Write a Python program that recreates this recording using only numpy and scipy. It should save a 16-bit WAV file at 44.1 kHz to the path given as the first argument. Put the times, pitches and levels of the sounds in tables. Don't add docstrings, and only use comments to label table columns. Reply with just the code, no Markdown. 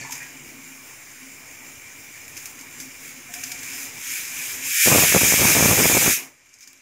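import sys
import numpy as np
from scipy import signal
from scipy.fft import rfft, irfft, next_fast_len
from scipy.io import wavfile
from scipy.ndimage import uniform_filter1d, map_coordinates

SR = 44100
rng = np.random.default_rng(int(sys.argv[2]) if len(sys.argv) > 2 else 0)


def makeup_ratio(level_db):
    decades = np.asarray(level_db, float) / 20
    return 10 ** decades


def bounce(signal):
    frames = np.transpose(np.atleast_2d(signal))
    limited = np.clip(frames, -1, 1)
    pcm = np.round(limited * 32767).astype(np.int16)
    wavfile.write(sys.argv[1], SR, pcm)


N = 300331

# frequency [Hz], level [dB per Hz].
ROAR = [(850, -37.0), (1380, -14.5)] + [(1000, -37), (1700, -6.5), (2090, -6.0), (2350, 1), (3000, -9.5),
        (4190, -11), (4730, -11.5), (5050, -8.0), (5800, -6.5), (6430, -1.5), (7120, -3), (8040, -9),
        (12600, -12), (15700, -14.5)][1:]
# frequency [Hz], width [Hz], boost
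# [dB].
CAVITY = [(2340, 140, 1.6), (5157, 82, 5), (6680, 200, 0), (7300, 150, 2), (12700, 1000, 4)]
# time [s], jet level [dB], level of its top end [dB].
PRESSURE = [(0, -35.5, -20), (.09, -40.5, -9), (.15, -39, -9), (.32, -43, -7.5), (2.1, -43, -7),
            (3.3, -42, -8), (3.58, -38.5, -9.5), (3.94, -38.5, -9), (4.3, -36.5, -11.5), (4.6, -35.5, -9),
            (5.2, -41, -11), (6.2, -43, -9), (6.44, -43, -13), (6.81, -41, -14)]

OPEN_S, SHUT_S = 4.85, 6.135


def unit(x):
    return x / np.sqrt(np.mean(x ** 2) + 1e-20)


def along(points, hz):
    f, v = np.transpose(points)
    return np.interp(np.log(hz + 1), np.log(f + 1), v)


def curves(rows):
    s, *columns = np.transpose(rows)
    return [np.interp(np.arange(N) / SR, s, column) for column in columns]


def swells(rows, floor_db, t):
    power = makeup_ratio(2 * floor_db)
    power = power + sum(makeup_ratio(2 * db - 20 * ((t - s) / np.where(t < s, rise, fall)) ** 2)
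                        for s, db, rise, fall in rows)
    return 10 * np.log10(power)


def wobble(rate):
    knots = rng.standard_normal(int(N * rate / SR) + 4)
    return map_coordinates(knots, [np.arange(N) * rate / SR])


def filtered(x, response):
    m = next_fast_len(N + SR // 2)
    return irfft(rfft(x, m) * response(np.fft.rfftfreq(m, 1 / SR)), m)[..., :N]


def patchy(patchy_db):
    z = signal.stft(rng.standard_normal(N), nperseg=512)[2]
    field = uniform_filter1d(rng.standard_normal(z.shape), 6, 0)
    field = uniform_filter1d(field, 10, 1)
    return signal.istft(z * makeup_ratio(patchy_db * unit(field)), nperseg=512)[1][:N]


def room(x, wet_db):
    # frequency [Hz], time to fall by 60 dB [s].
    kitchen = [(500, 0.88), (3000, 0.26), (12000, 0.26)]
    hz, t, z = signal.stft(rng.standard_normal(SR // 2), SR, nperseg=256)
    decay = makeup_ratio(-60 * t / along(kitchen, hz)[:, None])
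    tail = signal.istft(z * decay, SR, nperseg=256)[1]
    delayed = np.pad(x, (130, 0))
    return x + makeup_ratio(wet_db) * signal.fftconvolve(delayed, tail / np.linalg.norm(tail))[:N]


def vent(x, spectrum, peaks):
    # frequency [Hz], width [Hz], change [dB].
    lid_dips = [(4020, 110, -5), (4340, 140, -9)]

    def response(f):
        bumps_db = sum(db / (1 + ((f - c) / w * 2) ** 2) for c, w, db in peaks + lid_dips)
        return makeup_ratio(along(spectrum, f) + bumps_db)

    return filtered(x, response)


def duck_db():
    start_s, length_s, depth_db = 4.705, .06, -12.5
    return depth_db * np.clip((np.arange(N) / SR - start_s) / length_s, 0, 1)


def valve():
    # time [s], peak [dB], rise [s], fall [s].
    surges = [
        (2.44, -43, 0.14, .1),
        (2.815, -43.5, 0.034, .08),
        (3.064, -41, 0.079, 0.072),
        (3.5, -38, 0.19, 0.052),
        (3.816, -33.5, 0.21, 0.081),
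        (4.15, -29.5, 0.15, 0.19),
        (4.44, -30, 0.14, 0.18),
        (5.5, -21, .25, 0.13),
        (6.615, -52, .008, 0.045),
    ]
    blast_level_db, kick_db, kick_s, sag_db_per_s = -16.5, 2.5, 0.11, 0.9
    rise_db_per_s, fall_db_per_s = 79, 217
    unstick_s, unstick_db_per_s = 4.65, 202
    surge_brighter_db = 4

    t = np.arange(N) / SR
    leak_db, top_db = curves(PRESSURE)
    leak_db = leak_db + duck_db()
    since = t - OPEN_S
    blast_db = blast_level_db + kick_db * np.exp(-np.maximum(since, 0) / kick_s)
    blast_db = blast_db + np.minimum(rise_db_per_s * since, -sag_db_per_s * since)
    blast_db = blast_db - fall_db_per_s * np.maximum(t - SHUT_S, 0)
    blast_db = blast_db - unstick_db_per_s * np.maximum(unstick_s - t, 0)
    jet_db = 10 * np.log10(makeup_ratio(2 * swells(surges, leak_db, t)) + makeup_ratio(2 * blast_db))
    beyond_leak = 1 - makeup_ratio(2 * (leak_db - jet_db))
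    return jet_db, top_db + surge_brighter_db * beyond_leak


def steam():
    # frequency [Hz], level [dB per Hz].
    leak_colour = [(530, -33), (900, -33), (1040, -13), (1210, -25), (1320, -13.5), (2080, -5.5), (2340, 0),
                   (2610, -9.5), (2800, -8.5), (3280, -16.5), (4420, -16.5), (6800, -6.5), (8840, -16.5),
                   (12100, -19.5), (15700, -17.5)]
    # frequency [Hz], width [Hz], change [dB].
    seat_gap = [(7500, 340, 4.5), (7880, 280, -9), (12500, 360, -7), (14300, 300, -10), (15150, 400, 2)]
    jet_db, top_db = valve()
    flow = np.clip((jet_db + 43.0) / 18, 0, 1)
    air = room(patchy(patchy_db=1.2) * makeup_ratio(0.57 * wobble(300)), wet_db=-10.5)
    leak = unit(vent(air, leak_colour, CAVITY + seat_gap))
    roar = unit(vent(air, ROAR, CAVITY))
    jet = (1 - flow) * leak + flow * roar
    top = filtered(jet, lambda f: 1 / (1 + (9000 / (f + 1)) ** 8))
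    top_gain = makeup_ratio(top_db + 10 - 1.17 * flow)
    return makeup_ratio(jet_db + 0.5 * wobble(12)) * (jet + (top_gain - 1) * top)


def stove():
    # frequency [Hz], level [dB per Hz].
    rumble_colour = [(20, -16), (45, -17.0)] + [(41, -37), (70, -5.5), (141, -0.5), (193, -10.5), (265, -2),
                     (397, -6.5), (640, -9.5), (900, -7.5), (1300, -9.5), (1690, -36), (2860, -120)][1:]
    # frequency [Hz], width [Hz], level [dB].
    flame_tones = [(148, 24, -6), (240, 14, -8), (268, 15, 0), (352, 20, -8), (438, 8, -12)]
    # time [s], peak [dB], rise [s], fall [s].
    flares = [(.15, -53.5, 0.18, .15), (.55, -49, .3, 0.28), (1.24, -53.5, 0.11, 0.23),
              (1.63, -54.5, 0.069, 0.18), (2.02, -53.5, .09, .13), (2.57, -51, .06, 0.14),
              (2.82, -49, 0.08, 0.089), (3.08, -53.5, .12, 0.61), (3.76, -52, 0.33, .4),
              (4.42, -50.5, 0.14, 0.041), (4.6, -49.5, 0.036, .1), (6.185, -33, .04, .08),
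              (6.66, -52, .03, .15)]
    # time [s], peak [dB], rise [s], fall [s].
    settling = [
        (6.175, -44.5, 0.048, 0.099),
    ]
    quiet_rumble_db, rumble_per_leak_db, quiet_hum_db = -54, 0.66, -69.5

    t = np.arange(N) / SR
    leak_db = curves(PRESSURE)[0]
    rumble_db = quiet_rumble_db + rumble_per_leak_db * (leak_db - leak_db.min())
    rumble_db = rumble_db + 1.2 * wobble(4.1) + duck_db()
    rumble = unit(filtered(patchy(patchy_db=1.5), lambda f: makeup_ratio(along(rumble_colour, f))))

    def hum_response(f):
        return sum(makeup_ratio(db) * f * w / np.hypot(c * c - f * f, f * w) for c, w, db in flame_tones) ** 2

    hum_db = swells(flares, quiet_hum_db, t) + duck_db()
    hum = unit(filtered(rng.standard_normal(N), hum_response))
    above_300_hz = filtered(rumble, lambda f: 1 / (1 + (300 / (f + 1)) ** 8))
    settle = makeup_ratio(swells(settling, -120, t)) * above_300_hz
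    return settle + makeup_ratio(rumble_db) * rumble + makeup_ratio(hum_db) * hum


def clanks():
    # time [s], level [dB].
    touch_lists = [
        [(.008, -31)],
        [(.02, -30.5), (.05, -35), (.07, -36)],
        [(.04, -35), (.05, -29), (.066, -30.5), (.08, -45), (.096, -27), (2.63, -38.5)],
        [(.202, -28), (.214, -27), (.225, -31)],
        [(3.29, -40), (3.35, -35), (3.44, -35.5), (3.74, -40)],
    ]
    # frequency [Hz], level [dB], time to fall by 60 dB [s].
    pans = [
        [(140, 0, .12), (680, -4, .05), (870, -4, .05), (4330, -8, .15), (4570, -6, .12), (4700, -8, .12)],
        [(1740, 0, .12), (2000, -5, .08), (2290, -2, .12)],
        [(910, -1, .06), (965, 1, .06), (1080, -5, .05)],
        [(1650, -2, .05), (1863, 2, .05), (2000, 1, .05), (2120, -3, .05), (2410, 1, .07), (2540, -3, .05)],
        [(727, 0, .16)],
    ]
    x, t = np.zeros(N), np.arange(SR // 2) / SR
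    onset = 1 - np.exp(-t / 0.0022)
    for touches, tones in zip(touch_lists, pans):
        for s, db in touches:
            ring = np.zeros(len(t))
            for hz, level, t60 in tones:
                fade = makeup_ratio(level + rng.normal(0, 2) - 60 * t / t60)
                ring += fade * np.sin(2 * np.pi * hz * rng.normal(1, .008) * t)
            x[round(s * SR):][:len(t)] += makeup_ratio(db - 6.0) * ring * onset
    return room(x, wet_db=-5)


def spits():
    # time [s], peak [dB], width of colour [dB], puff [dB].
    droplets = [(0.0126, -29, 2, -30), (0.109, -23.5, -2, -10), (.1211, -22, 1, -6),
                (0.1242, -19, -2, -7.5), (0.153, -26, -2, -6), (.1794, -30, 4, -11), (.2288, -29, 0, -10),
                (2.28, -33, 5, -7), (2.368, -24, -2, -7), (2.376, -20, -4, -16), (2.4263, -28, -7, -15),
                (2.4567, -21.5, -1.5, -7.5), (2.591, -29.5, -1.5, -8), (2.6109, -28.5, 0, -9),
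                (2.801, -22, -3, -4), (3.3387, -22, 3, -5), (3.4362, -20.5, 3, -9),
                (3.4395, -13.5, -15, -14), (3.5157, -24, 1, -17), (3.5189, -13, -2.5, -18),
                (3.523, -23, .6, -18), (3.5484, -31, .6, -10), (3.592, -22, -9, -14), (3.6322, -24, 2, -10),
                (3.7336, -27, -2, -7)]
    # time [s], peak [dB], width of colour [dB].
    drips = [(6.4601, -46, 0), (6.491, -42, -8), (6.5314, -39, -10), (6.5399, -34, -7), (6.5868, -39, -5),
             (6.6073, -33, -4), (6.619, -38, -6), (6.6252, -38, -8), (6.6285, -31, -10),
             (6.6374, -32, -8.5), (6.6746, -27.5, -4), (6.731, -40, 3), (6.775, -44, -0.5)]
    drip_puff_db, low_db, top_db = -9.5, -10.5, -16.5

    parts = np.zeros((3, N + SR))
    t = np.arange(SR // 8) / SR
    for s, db, wide_db, puff_db in droplets + [(*drip, drip_puff_db) for drip in drips]:
        envelope = makeup_ratio(-60 * t / 0.019) + makeup_ratio(puff_db - 60 * t / 0.18)
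        burst = envelope * rng.standard_normal(len(t))
        band_db = np.c_[[low_db + wide_db, 0, top_db + wide_db]]
        parts[:, round(s * SR):][:, :len(t)] += makeup_ratio(db - 2.5 + band_db) * burst

    def under(f, edge_hz):
        return 1 / (1 + (f / edge_hz) ** 8)

    def bands(f):
        middle = under(f, 6870) - under(f, 4500)
        return np.array([1.4 * under(f, 3800), middle, 3.2 * (1 - under(f, 7900))])

    scale = np.std(vent(rng.standard_normal(N), ROAR, CAVITY))
    bursts = filtered(parts[:, :N], bands).sum(axis=0)
    return room(vent(bursts, ROAR, CAVITY) / scale, wet_db=-7)


def thumps():
    # time [s], peak [dB], rise [s], fall [s].
    gusts = [(4.878, -21, 0.015, 0.023), (4.92, -12.5, 0.026, .03), (4.96, -14, .03, 0.044),
             (5.036, -18, 0.024, 0.025), (5.155, -10, 0.033, .03), (5.234, -16, 0.034, 0.025),
             (5.325, -26, 0.0397, .03), (5.43, -14, 0.039, 0.044), (5.49, -16.5, 0.0079, 0.046),
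             (5.58, -14, .04, 0.037), (5.65, -15.5, .04, 0.04), (5.715, -13, .03, .04),
             (5.79, -14, 0.017, 0.046), (5.86, -9, 0.012, 0.013), (5.91, -16.5, .02, .03),
             (5.968, -15.5, 0.029, 0.018), (6.02, -19.5, .012, 0.023), (6.07, -18.5, 0.046, 0.03)]
    # time [s], peak [dB], direction [1 up, -1 down, 0 down and up again].
    largest = [(4.8739, -8.5, 0), (4.882, -9, 0), (4.9195, -9.3, 1), (4.927, -6.9, 1), (4.9492, -7, 0),
               (4.959, -5.5, 0), (4.9834, -6.4, -1), (4.9922, -8.4, -1), (5.0369, -9.1, 1), (5.1481, -6, 0),
               (5.1624, -6.9, -1), (5.1656, -7.1, 1), (5.2338, -9.2, 1), (5.3233, -7.7, -1),
               (5.3403, -9, -1), (5.4531, -7.4, -1), (5.5676, -7.8, 1), (5.6262, -8, 0), (5.658, -5.5, -1),
               (5.6608, -6.5, 1), (5.6975, -7.7, 1), (5.7081, -7.8, 1), (5.7129, -8, -1), (5.8021, -8.2, 1),
               (5.8576, -8.9, 1), (5.8991, -9.5, -1), (5.9489, -9, -1), (5.9687, -9.1, 1),
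               (5.9751, -8.3, -1), (6.0792, -7.3, 1)]
    lull_db, first_gust_s, rebound_s, big_db = -27.5, 4.858, .001, 1

    draw = rng.random((700, 4))
    s = first_gust_s + (SHUT_S - first_gust_s) * draw[:, 0]
    db = swells(gusts, lull_db, s) - 3 - 3.45 * np.log(draw[:, 1])
    db = np.minimum(db, -13)
    small_ms = .15 * 8.5 ** draw[:, 2] ** 1.3
    small = np.c_[s, db, np.sign(draw[:, 3] - .5), small_ms]

    big = [(s, db + big_db, way or -1) for s, db, way in largest]
    big += [(s + rebound_s, db, 1) for s, db, way in largest if way == 0]
    big_ms = rng.uniform(.36, .64, len(big))
    s, db, sign, ms = np.vstack([np.c_[big, big_ms], small]).T

    k = np.arange(-128, 128)
    shape = np.exp(-np.log(2) * np.abs(2.2 * k / SR * 1000 / ms[:, None]) ** 1.25)
    spikes = (sign * makeup_ratio(db + .8))[:, None] * shape
    places = np.round(s * SR).astype(int)[:, None] + k
    x = np.bincount(places.ravel(), spikes.ravel(), N)[:N]

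    def microphone(f):
        corner_hz, damping = 92, 1.1
        port_hz, port_width_hz, port_db = 1250, 600, 3
        port = makeup_ratio(port_db / (1 + ((f - port_hz) / port_width_hz * 2) ** 2))
        return -f * f * port / (corner_hz ** 2 - f * f + 1j * damping * f * corner_hz)

    return filtered(x, microphone)


def scene():
    mono = steam() + stove() + clanks() + spits() + thumps()
    return np.array([mono, mono])


def masked(x, below_db):
    hz, t, z = signal.stft(x, SR, nperseg=2048)
    power = np.abs(z) ** 2
    band = uniform_filter1d(power, 4, 1)
    mean = np.mean(power, axis=1, keepdims=True)
    limit = makeup_ratio(2 * (below_db - .7 * (hz > 1400)))[:, None] * mean
    faint = (makeup_ratio(2 * (-94 + 1.1 * (hz - 12700) / 1000)) * (hz > 12700))[:, None]
    keep = (band > np.maximum(limit, faint))[:1]
    return signal.istft(z * keep, SR, nperseg=2048)[1][:, :N]


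def top_cut(x):
    return signal.sosfilt(signal.butter(12, 16710, fs=SR, output="sos"), x)


def record(dry):
    # frequency [Hz], level [dB].
    hiss_colour = [(50, -10.5), (500, -2.5), (1500, -5.5), (2500, -9), (4000, -9.5), (7000, -19.5),
                   (12000, -9.5), (15000, -18.5)]
    level = np.sqrt(np.abs(uniform_filter1d(dry[0] ** 2, 4000)))
    hiss = unit(filtered(patchy(patchy_db=1.5), lambda f: makeup_ratio(along(hiss_colour, f))))
    residue = np.minimum(makeup_ratio(-20) * level, makeup_ratio(-68)) * hiss
    limited = dry / (1 + np.abs(dry / .9) ** 6) ** (1 / 6)
    held = limited + residue * [[1], [-1]]
    held = filtered(held, lambda f: np.clip((15830 - f) / 200, 0, 1) ** 2)
    held = held - .00064 * makeup_ratio(duck_db())
    return top_cut(masked(held, below_db=-11.7))


dry = scene()
out = record(dry)
bounce(out)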